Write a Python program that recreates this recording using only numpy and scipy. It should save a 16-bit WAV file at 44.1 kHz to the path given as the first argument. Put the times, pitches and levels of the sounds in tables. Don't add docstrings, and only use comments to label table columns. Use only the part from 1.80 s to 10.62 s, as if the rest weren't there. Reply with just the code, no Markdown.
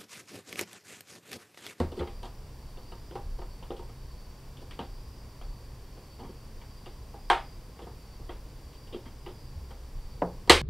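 import sys
import numpy as np
from scipy import signal
from scipy.fft import rfft, irfft, next_fast_len
from scipy.io import wavfile
from scipy.ndimage import uniform_filter1d

SR = 44100
rng = np.random.default_rng(int(sys.argv[2]) if len(sys.argv) > 2 else 0)


def unload_wav(signal):
    wavfile.write(
        sys.argv[1],
        SR,
        np.round(np.clip(np.atleast_2d(signal).T, -1, 1) * 32767).astype(np.int16),
    )


N = 388785



def gain_of(db):
    return 10 ** (np.asarray(db) / 20)


def evened(x):
    return x / np.sqrt(np.mean(x ** 2) + 1e-20)


def read(points, hz):
    f, value = np.transpose(points)
    return np.interp(np.log(hz + 1), np.log(f + 1), value)


def add(mix, start_s, sound):
    part = mix[max(round(start_s * SR), 0):][:len(sound)]
    part += sound[:len(part)]


def hands():
    # (time [s], level [dB] of bench, box walls, box lid, terminal post, clip jaw, clip spring);
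    # each level is the rms of the direct ring over its first 20 ms
    blows = [(0.001, -27.5, -28, -35.5, -46, -51, -48), (0.119, -51, -41.5, -49, -70, -55.5, -62),
             (0.208, -50, -32, -41, -54, -57, -74), (0.273, -55, -46, -50, -55, -54.5, -67),
             (0.43, -54.5, -50, -43, -65, -52.5, -57), (0.972, -71, -50, -55, -72, -60, -70),
             (1.119, -58, -47.5, -46.5, -64, -57, -66), (1.31, -64, -44, -54, -62, -57.5, -72),
             (1.354, -53, -38.5, -39.5, -59, -56.5, -60), (1.825, -55, -54, -52, -66, -56, -72),
             (1.904, -50, -33.5, -42, -64, -52.5, -72), (1.966, -60, -68, -71, -73, -56, -67),
             (1.992, -67, -43.5, -47.5, -72, -63, -69), (2.769, -53.5, -60, -65, -75, -56, -67),
             (2.91, -60.5, -57, -59, -54, -50.5, -60), (2.991, -40, -37, -37.5, -54, -45, -59),
             (3.613, -57, -57, -51.5, -63, -58, -73), (4.173, -58, -51, -58, -74, -68, -75),
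             (4.814, -75, -64, -60, -58.5, -62, -72), (5.341, -58, -50, -46.5, -74, -68, -76),
             (5.5, -55, -28.5, -18, -26.5, -27.5, -36), (5.991, -59, -50, -48, -62, -60.5, -75),
             (6.492, -54, -40, -45.5, -53.5, -50.5, -72), (7.071, -65, -58, -68, -76, -62, -74),
             (7.14, -47, -37, -51.5, -64, -54, -70), (7.462, -55.5, -39.5, -49, -54.5, -51.5, -71),
             (8.675, -46, -44, -43.5, -63, -59, -57.5)]
    # (time [s], the same six levels [dB], build-up [s])
    clatters = [(0.166, -46, -35.5, -54, -72, -61, -59, 0.0078),
                (0.189, -38.5, -40, -48, -51.5, -47, -56, 0.0052),
                (0.224, -51, -57, -56, -59, -59, -71, 0.0038),
                (0.444, -57, -55, -50, -63, -56, -58, 0.0066),
                (1.586, -62, -45, -49, -71, -68, -69, 0.0025),
                (1.614, -61, -47.5, -47.5, -60, -62, -72, 0.003),
                (2.088, -58, -52, -58, -64, -67, -71, 0.0034),
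                (2.814, -55, -50.5, -58, -72, -65, -65, 0.0037),
                (4.386, -56, -51, -53, -66, -64, -73, 0.013), (4.428, -49, -52, -53, -63, -68, -71, 0.013),
                (4.488, -53, -46.5, -62, -73, -70, -75, 0.0027),
                (5.058, -60, -47.5, -49.5, -61, -53, -66, .0031),
                (6.014, -51, -45, -58, -67, -59, -72, 0.0094),
                (6.067, -51, -46.5, -48.5, -68, -72, -77, 0.0024),
                (6.39, -52, -52, -63, -80, -80, -77, .006), (6.926, -71, -66, -74, -72, -62, -70, 0.0089),
                (7.123, -46, -41, -59, -64, -49.5, -69, 0.0093),
                (7.249, -51.5, -58, -59, -58, -60, -69, 0.0099),
                (7.903, -54, -53, -53, -61, -61, -65, .0047),
                (8.695, -29.5, -12.5, -18, -13.5, -14.5, -14.5, 0.0032)]
    # (time [s], level [dB] over the first 20 ms, build-up [s])
    set_down = (8.418, -21.5, 0.0032)
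    # (frequency [Hz], relative level [dB], t60 before the freedom factor [s])
    case_modes = [(303, -4.5, 0.028), (413, -12, 0.046), (510, 2, .04), (700, -10, 0.057),
                  (810, -5.5, 0.053), (1030, -12, 0.035), (1410, -26, .04), (1750, -31, .03)]
    blow_freedom, clatter_freedom, case_freedom = 1.22, 0.93, 0.96
    out = np.zeros(N)
    for start_s, *levels_db in blows:
        add(out, start_s, touch(levels_db, rattling(), 0.01, blow_freedom))
    for start_s, *levels_db, build_s in clatters:
        contact = swelling(build_s)
        add(out, start_s, touch(levels_db, contact, 0.0099 + build_s, clatter_freedom))
    start_s, db, build_s = set_down
    case = ring(case_modes, swelling(build_s), 0.019, case_freedom)
    add(out, start_s, gain_of(db) * case)
    return out


def rebounds(per_s):
    t = np.arange(14400) / SR
    hits = rng.random(len(t)) < per_s / SR
    return t, rng.standard_normal(len(t)) * hits


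def rattling():
    rattle_s = 0.0041
    t, train = rebounds(1600)
    return 0.66 * train * np.exp(-t / rattle_s) + (t == 0)


def swelling(build_s):
    t, train = rebounds(4000)
    u = t / build_s
    return train * u * np.exp(-u)


def touch(levels_db, contact, rise_s, freedom):
    # (frequency [Hz], relative level [dB], t60 before the freedom factor [s])
    bench_modes = [(173.3, 1.5, 0.11), (214, -13, 0.25), (249.4, 7, 0.084)]
    wall_modes = [(357.7, 2.5, 0.15), (445, -18, 0.015), (468, 6.5, 0.042), (538, -4.5, 0.087)]
    lid_modes = [(715, 14, 0.052), (726, 3.9, 0.16), (800, 12.1, 0.19), (922, 11.7, 0.16)]
    rim_modes = [(985, -1.5, 0.075), (1114, 1, 0.04), (1228, 0, 0.056), (1336, -4, 0.036),
                 (1576, -1.5, 0.017)]
    post_modes = [(1604, -4, 0.17), (1920, 16.5, 0.015), (2083, 7.5, 0.067), (2313, 17, 0.012)]
    jaw_modes = [(2570, -37, 0.015), (2760, -6.5, 0.026), (2945, -3.5, 0.038), (3220, -3, 0.048),
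                 (3510, -8, 0.043), (3710, -10, 0.034)]
    spring_modes = [(4100, 5, 0.007), (4370, 7.5, 0.012), (4730, -1, 0.0091), (5640, 0, 0.014)]
    tick_modes = [(6270, -3, 0.024), (7030, 6, 0.0028), (8350, 12.5, 0.0031), (10500, -11.5, .006),
                  (12400, -4, 0.0064), (14400, -7, 0.0043)]
    bench, walls, lid, post, jaw, spring = levels_db
    rim = lid + 0.4 * (post - lid) + 1
    tick = spring - 6
    parts = [(lid, lid_modes), (rim, rim_modes), (bench, bench_modes), (walls, wall_modes),
             (post, post_modes), (jaw, jaw_modes), (spring, spring_modes), (tick, tick_modes)]
    return sum(gain_of(db) * ring(modes, contact, rise_s, freedom) for db, modes in parts)


def ring(modes, contact, rise_s, freedom, spread_db=2.0):
    # (frequency [Hz], t60 [s])
    shed_decay = [(200, 0.32), (700, 0.24), (2000, 0.28), (5000, 0.25), (11000, 0.23)]
    shed_db = -0.5
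    hz, db, t60 = np.transpose(modes)[:, :, None]
    t = np.arange(len(contact)) / SR

    struck_db = db + spread_db * rng.standard_normal(hz.shape)
    decay = gain_of(struck_db - 60 * t / (t60 * freedom))
    sines = decay * np.sin(2 * np.pi * (hz * t + rng.random(hz.shape)))
    direct = signal.fftconvolve(contact, sines.sum(0))[:len(t)]
    edges_hz = [0.62 * hz.min(), min(1.023 * hz.max(), 18000)]
    band = signal.butter(2, edges_hz, "band", fs=SR, output="sos")
    direct = signal.sosfilt(band, direct)

    f = np.fft.rfftfreq(len(t), 1 / SR)
    mode_power = gain_of(2 * db) / (1 + ((f - hz) / (0.15 * hz)) ** 4)
    blur = np.sqrt(mode_power.sum(0))
    echoes = evened(irfft(rfft(rng.standard_normal(len(t))) * blur, len(t)))
    echoes *= gain_of(shed_db - 60 * t / read(shed_decay, hz.mean()))
    echoes *= np.minimum(t / rise_s, 1)
    return direct / np.std(direct[:SR // 50]) + echoes


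def thumps():
    # (time [s], level before the soft onset [dB], frequency [Hz], t60 [s])
    low_booms = [(0.001, -18.5, 81.3, 0.33), (0.201, -23, 75.4, 0.27), (1.449, -23, 67, 0.096),
                 (7.757, -25, 76.5, 0.25), (7.8, -35.5, 62.14, 2.1), (8.426, -24, 177.5, 0.29),
                 (8.701, -17, 74.4, 0.43)]
    out = np.zeros(N)
    t = np.arange(SR // 2) / SR
    onset = 1 - np.exp(-t / 0.0068)
    for start_s, db, hz, t60 in low_booms:
        add(out, start_s, gain_of(db - 60 * t / t60) * onset * np.sin(2 * np.pi * hz * t))
    return out


def resonate(x, hz, width):
    turn = np.exp(2j * np.pi * np.cumsum(hz * np.ones(len(x))) / SR)
    r = np.exp(-np.pi * width / SR)
    smooth = signal.lfilter([1], np.convolve([1, -r], [1, -r]), x / turn)
    return evened((turn * smooth).real)


def narrow_noise(hz, width):
    return resonate(rng.standard_normal(N), hz, width)


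def crickets():
    # (frequency [Hz], level [dB], width of each smoothing [Hz])
    far_chorus = [(4710, -69.5, 300), (5530, -71.5, 410)]
    return near_song() + sum(gain_of(db) * narrow_noise(hz, width) for hz, db, width in far_chorus) + high_trills()


def near_song():
    first_top_s, every_s = 0.35, 0.665
    top_db, depth_db = -62, 8.5
    pitch_hz, drift_hz = 4674, 60
    turn = (np.arange(N) / SR - first_top_s) / every_s
    hz = pitch_hz + drift_hz * np.interp(turn, np.arange(-1, 15), rng.standard_normal(16))
    level_db = top_db - depth_db * np.sin(np.pi * turn) ** 2
    return gain_of(level_db) * narrow_noise(hz, 210)


def high_trills():
    # (time [s], level before the end fades [dB])
    trill_starts = [(1.06, -64.5), (3.115, -64), (5.377, -62), (7.36, -65.5)]
    trill_s, pitch_hz = 0.335, 4940
    slide_hz, slide_s = 100, 0.07
    strokes_per_s, stroke_depth = 45, 0.6
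    out = np.zeros(N)
    t = np.arange(0, trill_s, 1 / SR)
    strokes = 1 + stroke_depth * np.sin(2 * np.pi * strokes_per_s * t)
    for start_s, db in trill_starts:
        waver_hz = 400 * uniform_filter1d(rng.standard_normal(len(t)), size=400)
        turns = np.cumsum(pitch_hz - slide_hz * np.exp(-t / slide_s) + waver_hz) / SR
        trill = evened(np.sin(2 * np.pi * turns) * strokes)
        add(out, start_s, gain_of(db) * trill * signal.windows.tukey(len(t), .15))
    return out


def coloured(points):
    size = next_fast_len(N)
    hz = np.fft.rfftfreq(size, 1 / SR)
    spectrum = rfft(rng.standard_normal(size)) * gain_of(read(points, hz))
    return evened(irfft(spectrum, size)[:N])


def background():
    # (frequency [Hz], relative level [dB per Hz])
    air_spectrum = [(11, -31), (18, 0.5), (40, -4.5), (86, -10), (124, -9.5), (155, -17), (316, -23),
                    (470, -23.5), (698, -30), (1070, -28), (1270, -35.5), (4170, -41.5), (4800, -36.5),
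                    (6200, -44), (15800, -48)]
    # (time of centre [s], level added at the top [dB])
    rumble_swells = [(.45, -38.5), (1.03, -43), (1.55, -35.5), (2.3, -45), (3.16, -42), (3.7, -43),
                     (5.6, -45), (6.55, -43), (8.259, -37), (8.8, -33)]
    # (frequency [Hz], level [dB], width of each smoothing [Hz])
    hum_tones = [(58.9, -50, 6.2), (128.2, -55.5, 14)]
    air_db, rumble_db, swell_s = -43, -51, 0.14
    t = np.arange(N) / SR
    swell = gain_of(rumble_db)
    for centre_s, db in rumble_swells:
        swell = swell + gain_of(db) * np.exp(-((t - centre_s) / swell_s) ** 2)
    rumble = swell * narrow_noise(31.1, 12.7)
    hum = sum(gain_of(db) * narrow_noise(hz, width) for hz, db, width in hum_tones)
    return gain_of(air_db) * coloured(air_spectrum) + rumble + hum


def scene():
    mono = hands() + thumps() + crickets() + background()
    return np.array([mono, mono])


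def record(dry):
    # (frequency [Hz], relative level [dB per Hz])
    side_spectrum = [(59, -34), (100, -16), (321, -12.5), (3160, -16.5), (4930, -18.5), (6920, -15),
                     (15800, -19)]
    side_db, edge_hz = -67.5, 15750
    side = gain_of(side_db) * coloured(side_spectrum)
    wet = 0.99 * np.tanh(dry / 1.453) + np.array([side, -side])
    low_pass = signal.firwin(511, edge_hz, window=("kaiser", 9), fs=SR)
    return signal.oaconvolve(wet, low_pass[None], "same")


dry = scene()
out = record(dry)
unload_wav(out)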